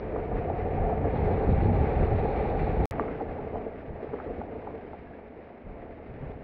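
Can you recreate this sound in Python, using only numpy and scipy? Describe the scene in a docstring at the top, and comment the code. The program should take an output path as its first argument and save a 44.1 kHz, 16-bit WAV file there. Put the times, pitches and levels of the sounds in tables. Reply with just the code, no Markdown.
"""A small motorcycle rides through the wind, heard from a boxed-in camera that it carries.
Wind buffets the microphone; air, tyres and the muffled engine roar through the hollow camera case.
First the bike runs briskly along a paved lane, its tyres singing. After a moment of silence it goes
more slowly on a dirt track: the suspension thuds, the loose camera mount knocks and clunks, and grit
crackles under the tyres."""
import sys
import numpy as np
from scipy import signal
from scipy.fft import rfft, irfft, next_fast_len
from scipy.io import wavfile
from scipy.ndimage import uniform_filter1d

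SR = 44100
rng = np.random.default_rng(int(sys.argv[2]) if len(sys.argv) > 2 else 0)


def wav_out(sig):
    """Save sig, one row per channel (or a flat mono array), as 16-bit PCM at SR to the path in sys.argv[1]."""
    wavfile.write(sys.argv[1], SR, np.round(np.clip(np.atleast_2d(sig).T, -1, 1) * 32767).astype(np.int16))


N = 283563

PAVED_END_S, DIRT_START_S = 2.856, 2.910
# The notes the camera mount rings with when struck: pitch_hz, level_db, ring_s (time to fade by 60 dB)
MOUNT_NOTES = [(445, -6.5, .06), (691, -5.5, .035), (822, -6.5, 0.038), (990, -6.5, 0.015),
               (1155, -11, .036), (1300, -11, 0.034), (1500, -14.5, 0.01), (1780, -8, 0.0078),
               (2170, -8.5, 0.009)]


def wind(level_db, spectrum, lump_db):
    """Swirls of air break on the microphone in low, uneven lumps."""
    swirls = steady(colour(rng.standard_normal(N), spectrum), span_s=0.041)
    return from_db(level_db + lump_db * drift(29)) * swirls


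def gusts(head_wind_db, rise_s=0.013, fade_s=0.054):
    """Gusts rise, hold and die away on top of the head wind; gives the total level in dB."""
    # Gusts on the microphone: start_s, length_s, level_db
    gust_list = [(0.314, 0.051, -29), (0.618, .03, -34.5), (0.776, 0.085, -26.5), (1.029, 0.032, -28),
                 (1.18, 0.18, -30), (1.467, 0.094, -21.5), (1.605, 0.11, -22), (1.763, 0.059, -24),
                 (1.957, 0.078, -24.5), (2.09, 0.067, -26), (2.572, 0.068, -30), (2.766, 0.041, -23.5),
                 (2.926, 0.078, -42), (3.096, 0.07, -43), (3.252, 0.05, -39), (3.403, 0.069, -40.5),
                 (3.524, 0.049, -40.5), (3.87, 0.043, -37), (4.07, 0.055, -46), (4.262, 0.13, -43),
                 (5.636, 0.077, -42), (5.779, 0.14, -47.5), (6.079, 0.1, -44.5), (6.2, 0.1, -39.5),
                 (6.387, .05, -49)]
    t = np.arange(N) / SR
    power = from_db(head_wind_db) ** 2
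    for start_s, length_s, level_db in gust_list:
        rise = np.clip((t - start_s) / rise_s, 0, 1)
        fade = np.exp(-np.clip((t - start_s - length_s) / fade_s, 0, 20))
        power += (from_db(level_db) * rise * fade) ** 2
    return 10 * np.log10(power)


def road_roar(level_db, spectrum, firing_phase, throb, full_shake_db):
    """Tyres and engine roar through the camera case, throbbing each time the engine fires."""
    roar = colour(rng.standard_normal(N), spectrum)
    shake = np.minimum(from_db(level_db - full_shake_db), 1)
    hollow_roar = steady(camera_case(roar, shake), span_s=0.11)
    return from_db(level_db + drift(6.8)) * hollow_roar * (1 + throb * np.cos(firing_phase))


def camera_case(sound, shake):
    """The harder the hollow case is shaken, the more its own notes stand out."""
    # The notes of the case: pitch_hz, width_hz, level_db (over the plain roar, at full shake)
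    case_notes = [(432, 32, 3), (700, 71, 0), (1161, 17, 7.5)]
    return sound + sum(from_db(db) * resonance(sound * shake, hz, width) for hz, width, db in case_notes)


def roar_swells(waver_db):
    """The loudness of the roar wavers, with brief swells and dips; gives the change in dB."""
    # Brief swells and dips in the loudness of the roar: middle_s, half_length_s, change_db
    swell_list = [(0.151, 0.024, 3.5), (0.849, 0.046, 4), (0.921, 0.029, 4), (1.05, 0.023, 7),
                  (1.289, 0.035, 5.5), (1.431, 0.041, 3.5), (2.031, 0.021, 4.5), (2.42, 0.063, 1),
                  (2.929, 0.0353, -7), (3.08, 0.13, 0.5), (3.33, 0.095, 0), (3.559, 0.067, 5.5),
                  (4.3, 0.15, 1), (4.68, 0.12, -0.5), (5.02, 0.12, -1.5), (5.3, 0.17, 0), (5.7, .12, 0),
                  (6.08, .15, 0)]
    t = np.arange(N) / SR
    swells = sum(db * np.exp(-np.minimum(((t - s) / half_s) ** 2, 20)) for s, half_s, db in swell_list)
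    return waver_db * drift(4.9) + swells


def paved_lane(speed, firing_phase):
    """At speed on the paving, the wind leads over roar, hiss and singing tyres."""
    # The tone of the wind, the roar and the hiss, each: pitch_hz, relative_db
    wind_tone = [(10, -29.5), (24, -5.5), (33, 2), (60, 1.4), (90, -2), (120, -4.5), (180, -8.5),
                 (300, -19), (600, -29), (1200, -61)]
    roar_tone = [(60, -17.5), (150, -11.5), (250, -3), (350, -1), (520, 0.5), (620, -5), (820, -11.5),
                 (920, -10.5), (1050, -22), (1300, -22), (1800, -24), (3000, -69)]
    hiss_tone = [(600, -20), (1100, 3.5), (1500, -2), (2000, 1.5), (2380, -0.5), (2750, -9.5),
                 (3200, -17.5), (3800, -22), (4400, -26.5), (4900, -32.5), (5500, -32.5), (6100, -44.5)]
    wind_db = gusts(by_speed(speed, top_db=-30, doubling_db=17))
    roar_db = by_speed(speed, top_db=-31, doubling_db=7.2) + roar_swells(waver_db=0.74)
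    hiss_db = by_speed(speed, top_db=-46.5, doubling_db=13.7)
    return (wind(wind_db, wind_tone, lump_db=-0.9)
            + road_roar(roar_db, roar_tone, firing_phase, throb=0.074, full_shake_db=-43)
            + hiss(hiss_db + 1.5 * drift(12), hiss_tone, grit_per_s=600, grit_share=0.39)
            + rasp(by_speed(speed, top_db=-67, doubling_db=74))
            + tyre_song(speed))


def dirt_track(speed, firing_phase):
    """Slowing down on rough ground, the bike rattles and thuds under the wind, roar and hiss."""
    # The tone of the wind, the roar and the hiss, each: pitch_hz, relative_db
    wind_tone = [(10, -15), (23, -0.5), (36, 2), (65, 2.5), (100, -1), (140, -3), (220, -10.5), (330, -36),
                 (600, -32), (1200, -52)]
    roar_tone = [(60, -19), (150, -11.5), (240, 2), (350, -2), (520, -1), (620, -3.5), (800, -7.5),
                 (920, -11), (1050, -19), (1300, -24), (1800, -30.5), (3000, -39.5)]
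    hiss_tone = [(600, -11), (1100, -1), (1600, 1), (2150, 1), (2450, -4), (2800, -10.5), (3200, -16.5),
                 (3900, -21.5), (4800, -30.5), (5500, -33.5), (6100, -51)]
    wind_db = gusts(by_speed(speed, top_db=-36.5, doubling_db=23.4))
    roar_db = by_speed(speed, top_db=-29.5, doubling_db=15.3) + roar_swells(waver_db=0.77)
    hiss_db = by_speed(speed, top_db=-48.5, doubling_db=10.3)
    return (wind(wind_db, wind_tone, lump_db=-1.0)
            + road_roar(roar_db, roar_tone, firing_phase, throb=0.15, full_shake_db=-41)
            + hiss(hiss_db + 1.2 * drift(17), hiss_tone, grit_per_s=160, grit_share=0.36)
            + gravel_rattle(speed) + mount_clunks() + suspension_clank() + metal_clinks() + bumps())


def engine(wobble=0.04, uneven_db=3.5):
    """One cylinder hums at light throttle; gives the hum and a phase that turns once per firing."""
    # How the engine runs: time_s, firings_per_s, level_db
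    engine_curve = [(0, 31, -47), (.8, 31.2, -36), (1.6, 27.6, -37.5), (2.85, 31.3, -45.5), (2.92, 28, -50),
                    (3.6, 28.3, -48.5), (4.1, 27, -50.5), (4.6, 26.3, -49.5), (5.2, 24.8, -54.5),
                    (5.6, 24.7, -59.5), (6.43, 25.2, -47.5)]
    # The tones in the exhaust note: multiple of the firing rate, relative_db
    exhaust_tones = [(1, -14.5), (2, -13), (3, -5.5), (4, -13.5), (5, -12.5), (6, -18.5), (7, -12),
                     (9, -17)]
    firings_per_s, level_db = in_time(engine_curve)
    firing_phase = 2 * np.pi * np.cumsum(firings_per_s * (1 + wobble * drift(8.6))) / SR
    note = sum(from_db(db) * np.sin(multiple * firing_phase + rng.uniform(0, 2 * np.pi))
               for multiple, db in exhaust_tones)
    return from_db(level_db + uneven_db * drift(34)) * unit_power(note), firing_phase


def mount_knocks(gain_db=-4, scatter_db=4, detune=0.024, scuff_share=0.3, scuff_s=0.007):
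    """A hit and a short rub set the mount ringing; its notes shift a little as it flexes."""
    # Soft knocks miss the high notes, light clacks the low ones: start_s, level_db, low_hz, high_hz
    knock_list = [(.064, -26, 400, 745), (.159, -19, 500, 1150), (.497, -13.5, 453.2, 774),
                  (.667, -21, 450, 800), (.895, -18.5, 450, 950), (.925, -14.5, 600, 870),
                  (2.252, -14, 400, 800), (2.921, -22, 1400, 2550), (3.033, -21, 400, 960),
                  (3.083, -25, 1400, 2400), (3.211, -17.5, 350, 700), (3.305, -27, 500, 850),
                  (3.385, -22.5, 600, 950), (3.467, -22, 400, 720), (3.553, -17.5, 400, 810),
                  (3.566, -18, 350, 780), (3.663, -17, 397, 700), (4.087, -31.5, 400, 1000),
                  (4.132, -26, 1100, 1800), (4.138, -26, 1000, 1500), (4.165, -30, 1200, 2100),
                  (4.185, -24.5, 1100, 1900), (4.198, -23, 1000, 1900), (4.276, -28, 945, 1400),
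                  (4.685, -24, 400, 724), (4.703, -28.5, 500, 850)]
    out, age = np.zeros(N + SR), np.arange(SR // 4) / SR
    for start_s, level_db, low_hz, high_hz in knock_list:
        rub = rng.standard_normal(len(age)) * np.exp(-age / scuff_s)
        contact = (age == 0) + scuff_share * rub / np.linalg.norm(rub)
        contact = low_pass(contact, high_hz, order=5)
        contact = signal.sosfilt(signal.butter(3, low_hz, "high", fs=SR, output="sos"), contact)
        start = int(start_s * SR)
        for k, (pitch_hz, note_db, ring_s) in enumerate(MOUNT_NOTES):
            strength, flex = rng.standard_normal(2)
            gain = from_db(level_db + note_db + scatter_db * strength)
            note = ring(contact, pitch_hz * (1 + detune * flex), ring_s)
            out[start:start + len(age)] += (-1) ** k * gain * note  # every other note is flipped
    return from_db(gain_db) * low_pass(out[:N], 2500, order=7)


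def bumps(boom_db=-11, boom_hz=430, width_hz=97, thud_db=-19.5):
    """Each bump booms in the lowest note of the case, over a lower, slower thud of the suspension."""
    # Bumps that shake the case: start_s, level_db, rise_s
    bump_list = [(3.002, -19, 0.0046), (3.209, -19.5, 0.0092), (3.52, -29, 0.018), (4.024, -22, 0.0086),
                 (4.127, -19.5, 0.0091), (4.262, -23.5, 0.0046), (4.298, -22.5, 0.0074),
                 (4.352, -28, 0.0066), (4.38, -23.5, .007), (4.545, -30.5, 0.017), (4.737, -25, .01),
                 (4.845, -28.5, 0.0089), (4.876, -30, 0.0059), (5.366, -34.5, 0.0096)]
    t = np.arange(N) / SR

    def jolts(stretch):
        """Each jolt swells and dies away; a larger stretch makes it slower."""
        loudness = np.zeros(N)
        for start_s, level_db, rise_s in bump_list:
            progress = np.maximum(t - start_s, 0) / (rise_s * stretch)
            loudness += from_db(level_db) * progress * np.exp(1 - np.minimum(progress, 50))
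        return loudness

    boom = resonance(rng.standard_normal(N), boom_hz, width_hz)
    boom = steady(resonance(boom, boom_hz, width_hz), span_s=0.015)
    thud = steady(band_pass(rng.standard_normal(N), 233, 347, order=3), span_s=0.033)
    return from_db(boom_db) * jolts(stretch=1) * boom + from_db(thud_db) * jolts(stretch=1.3) * thud


def suspension_clank(start_s=2.9958, level_db=-16.5, ring_db=-11):
    """The suspension bottoms out once: metal meets metal in a short crack that leaves a brief ring."""
    blow = click(start_s)
    crack = band_pass(blow, 520, 1250, order=2)
    clank = crack / np.abs(crack).max() + from_db(ring_db) * ring(blow, pitch_hz=1160, ring_s=0.039)
    return from_db(level_db) * low_pass(clank, 2350, order=14)


def mount_clunks(touch_hz=1310, seat_hz=758, spread=0.13):
    """The loose mount shifts: a light, bright touch, a chatter as it seats, then a weak bounce."""
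    # Clunks of the mount: start_s, level_db, chatter_s
    clunk_list = [(3.201, -25.5, 0.0099), (4.411, -27.5, 0.0057), (4.671, -29.5, 0.0035),
                  (4.931, -32.5, 0.0057)]
    out, age = np.zeros(N + SR), np.arange(SR // 10) / SR
    for start_s, level_db, chatter_s in clunk_list:
        bounce_s = 0.012 * rng.uniform(0.54, 2)
        contacts = [(-0.004, -16, touch_hz), (0, 0, seat_hz), (bounce_s, -12, seat_hz)]
        for delay_s, contact_db, pitch_hz in contacts:
            burst = rng.standard_normal(len(age)) * np.exp(-age / chatter_s)
            chatter = band_pass(burst, pitch_hz * (1 - spread), pitch_hz * (1 + spread), order=2)
            start = int((start_s + delay_s) * SR)
            out[start:start + len(age)] += from_db(level_db + contact_db) * chatter / np.abs(chatter).max()
    return band_pass(out[:N], 350, 1900, order=4)


def tyre_song(speed, top_pitch_hz=798, top_width_hz=112.4):
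    """The tread sings on the paving in a narrow band of noise that climbs and widens with speed."""
    # How loudly the tyres sing: time_s, level_db
    song_curve = [(0, -55), (.3, -42), (.75, -37), (.9, -31.5), (1.0, -40), (1.25, -37.5), (1.7, -36.5),
                  (2.85, -37)]
    # The tone of the song: pitch_hz, relative_db
    song_tone = [(300, -34), (600, -3.0), (860, -3.5), (1050, -26.0), (2000, -50.0)]
    level_db, = in_time(song_curve)
    pitch_hz = top_pitch_hz * speed ** 0.4
    width_hz = top_width_hz * speed ** 3.12
    # Small random steps in phase blur the pure note into a band.
    wander = np.cumsum(rng.standard_normal(N) * np.sqrt(2 * np.pi * width_hz / SR))
    song = np.sin(2 * np.pi * np.cumsum(pitch_hz) / SR + wander) * drift(9.9)
    return from_db(level_db) * steady(colour(song, song_tone), span_s=0.046)


def hiss(level_db, spectrum, grit_per_s, grit_share):
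    """Air streams past while grains of grit crack under the tyres."""
    grit = (rng.random(N) < grit_per_s / SR) * rng.standard_normal(N)
    air = rng.standard_normal(N)
    return from_db(level_db) * colour(air + grit_share * unit_power(grit), spectrum)


def gravel_rattle(speed, top_taps_per_s=220, size_db=3.5, ring_share=0.43):
    """Loose gravel keeps the mount chattering with small taps that die away quickly."""
    hits = rng.random(N) < top_taps_per_s * speed / SR
    taps = hits * from_db(size_db * np.minimum(rng.exponential(1, N), 3))
    chatter = sum(from_db(db) * ring(taps * rng.standard_normal(N), pitch_hz, ring_s * ring_share)
                  for pitch_hz, db, ring_s in MOUNT_NOTES)
    level_db = by_speed(speed, top_db=-41, doubling_db=24)
    return from_db(level_db) * unit_power(low_pass(chatter, 2000, order=4))


def metal_clinks(ring_s=0.09, overtone_ratio=1.63, overtone_db=-16):
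    """Small loose metal parts ping faintly: a tap rings a note and a higher overtone."""
    # Light clinks: start_s, level_db, pitch_hz
    clink_list = [(3.569, -62, 3040), (4.864, -65, 3040), (5.071, -51, 1660), (5.134, -51, 1675),
                  (6.306, -55, 2150)]
    out = np.zeros(N)
    for start_s, level_db, pitch_hz in clink_list:
        tap = from_db(level_db) * click(start_s)
        overtone = from_db(overtone_db) * ring(tap, pitch_hz * overtone_ratio, ring_s)
        out += ring(tap, pitch_hz, ring_s) - overtone
    return out


def rasp(level_db, flicker_db=3, flutter_hz=80.2, flutter_depth=0.41):
    """Once the bike is fast, a thin rasp with a quick flutter joins the hiss."""
    phase = 2 * np.pi * np.cumsum(flutter_hz * (1 + 0.015 * drift(0.84))) / SR
    noise = unit_power(band_pass(rng.standard_normal(N), 3300, 4340, order=4))
    return from_db(level_db + flicker_db * drift(35)) * (1 + flutter_depth * np.cos(phase)) * noise


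def break_clicks(stop_db=-26.5, start_db=-23, fade_s=0.00048):
    """The sound breaks off and comes back, each time with a sudden step heard as a click."""
    steps = from_db(stop_db) * click(PAVED_END_S) + from_db(start_db) * click(DIRT_START_S)
    return signal.lfilter([-1], [1, -np.exp(-1 / (fade_s * SR))], steps + 1e-18)


def sizzle(ride, gain_db=-64.5, pitch_hz=8000):
    """The camera mirrors the rumble into a faint, soft sizzle high in the treble."""
    rumble = low_pass(ride, 1200, order=2)
    return from_db(gain_db) * rumble * np.cos(2 * np.pi * pitch_hz * np.arange(N) / SR)


def by_speed(speed, top_db, doubling_db):
    """Level in dB of a noise that gains doubling_db as speed doubles, reaching top_db at top speed."""
    return top_db + doubling_db * np.log2(speed)


def from_db(db):
    """Turn decibels into a number to multiply by."""
    return 10 ** (np.asarray(db) / 20)


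def unit_power(x):
    """Scale a signal to an average power of 1."""
    return x / np.sqrt(np.mean(x ** 2) + 1e-20)


def in_time(rows):
    """Join rows that start with a time into one curve for each other column."""
    times_s, *columns = np.transpose(rows)
    return [np.interp(np.arange(N) / SR, times_s, column) for column in columns]


def colour(x, spectrum):
    """Shape the lows and highs of a sound by rows of pitch_hz, relative_db; its power becomes 1."""
    hz, db = np.transpose(spectrum)
    size = next_fast_len(N)
    log_hz = np.log(np.maximum(np.fft.rfftfreq(size, 1 / SR), 1))
    gain = from_db(np.interp(log_hz, np.log(hz), db, left=-90, right=-90))
    return unit_power(irfft(rfft(x, size) * gain, size)[:N])


def drift(rate_hz):
    """A smooth random wobble with a typical size of 1; a higher rate makes it quicker."""
    step, warm_up = 40, 2000
    decay = np.exp(-2 * np.pi * rate_hz * step / SR)
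    noise = rng.standard_normal(N // step + warm_up + 2)
    slow = signal.lfilter([1], [1, -2 * decay, decay ** 2], noise)[warm_up:]
    return np.interp(np.arange(N) / step, np.arange(len(slow)), unit_power(slow))


def steady(x, span_s):
    """Keep a noise evenly loud over stretches longer than span_s."""
    return x / np.sqrt(uniform_filter1d(x ** 2, int(span_s * SR)) + 1e-9)


def click(start_s):
    """Silence with a single sample of height 1."""
    return (np.arange(N) == int(start_s * SR)).astype(float)


def resonance(x, pitch_hz, width_hz):
    """Let through the sound near one pitch, as a hollow space does."""
    decay = np.exp(-np.pi * width_hz / SR)
    feedback = [1, -2 * decay * np.cos(2 * np.pi * pitch_hz / SR), decay ** 2]
    return signal.lfilter(np.array([1, 0, -1]) * (1 - decay ** 2) / 2, feedback, x)


def ring(x, pitch_hz, ring_s):
    """Each click in x starts a pure note that fades by 60 dB in ring_s."""
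    decay = np.exp(-np.log(1000) / (ring_s * SR))
    angle = 2 * np.pi * pitch_hz / SR
    return signal.lfilter([0, np.sin(angle)], [1, -2 * decay * np.cos(angle), decay ** 2], x + 1e-18)


def low_pass(x, high_hz, order):
    """Keep the sound below high_hz; a higher order cuts more sharply."""
    return signal.sosfilt(signal.butter(order, high_hz, fs=SR, output="sos"), x)


def band_pass(x, low_hz, high_hz, order):
    """Keep the sound between low_hz and high_hz."""
    return signal.sosfilt(signal.butter(order, [low_hz, high_hz], "band", fs=SR, output="sos"), x + 1e-18)


def scene():
    """Two stretches of the ride through a dull microphone, with a moment of silence between them."""
    # How fast the bike goes: time_s, share of top speed
    speed_curve = [(0, 0.7), (.3, 0.75), (.9, 0.8), (1.06, 0.8), (1.16, .97), (1.7, 0.95), (2.3, 0.97),
                   (2.85, 0.97), (2.92, 0.93), (3.25, 0.68), (3.8, 0.57), (4.2, 0.61), (4.9, 0.55),
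                   (5.3, 0.46), (5.58, 0.41), (5.85, 0.51), (6.05, 0.46), (6.28, 0.55), (6.43, 0.48)]
    t = np.arange(N) / SR
    speed, = in_time(speed_curve)
    hum, firing_phase = engine()
    ride = np.where(t < PAVED_END_S, paved_lane(speed, firing_phase), dirt_track(speed, firing_phase))
    ride = low_pass(ride + hum + mount_knocks(), 5800, order=14)  # the dull microphone
    ride += sizzle(ride)
    sounding = (t < PAVED_END_S) | (t > DIRT_START_S)
    on_off = uniform_filter1d(sounding.astype(float), size=24)
    return (ride * on_off + break_clicks())[None, :]


def record(dry):
    """A trace of hiss is added and the top of the treble is cut."""
    faint_hiss = from_db(-103) * rng.standard_normal(N)
    treble_cut = signal.ellip(10, 0.1, 80, 15700, fs=SR, output="sos")
    return signal.sosfilt(treble_cut, dry + faint_hiss)


dry = scene()
out = record(dry)
wav_out(out)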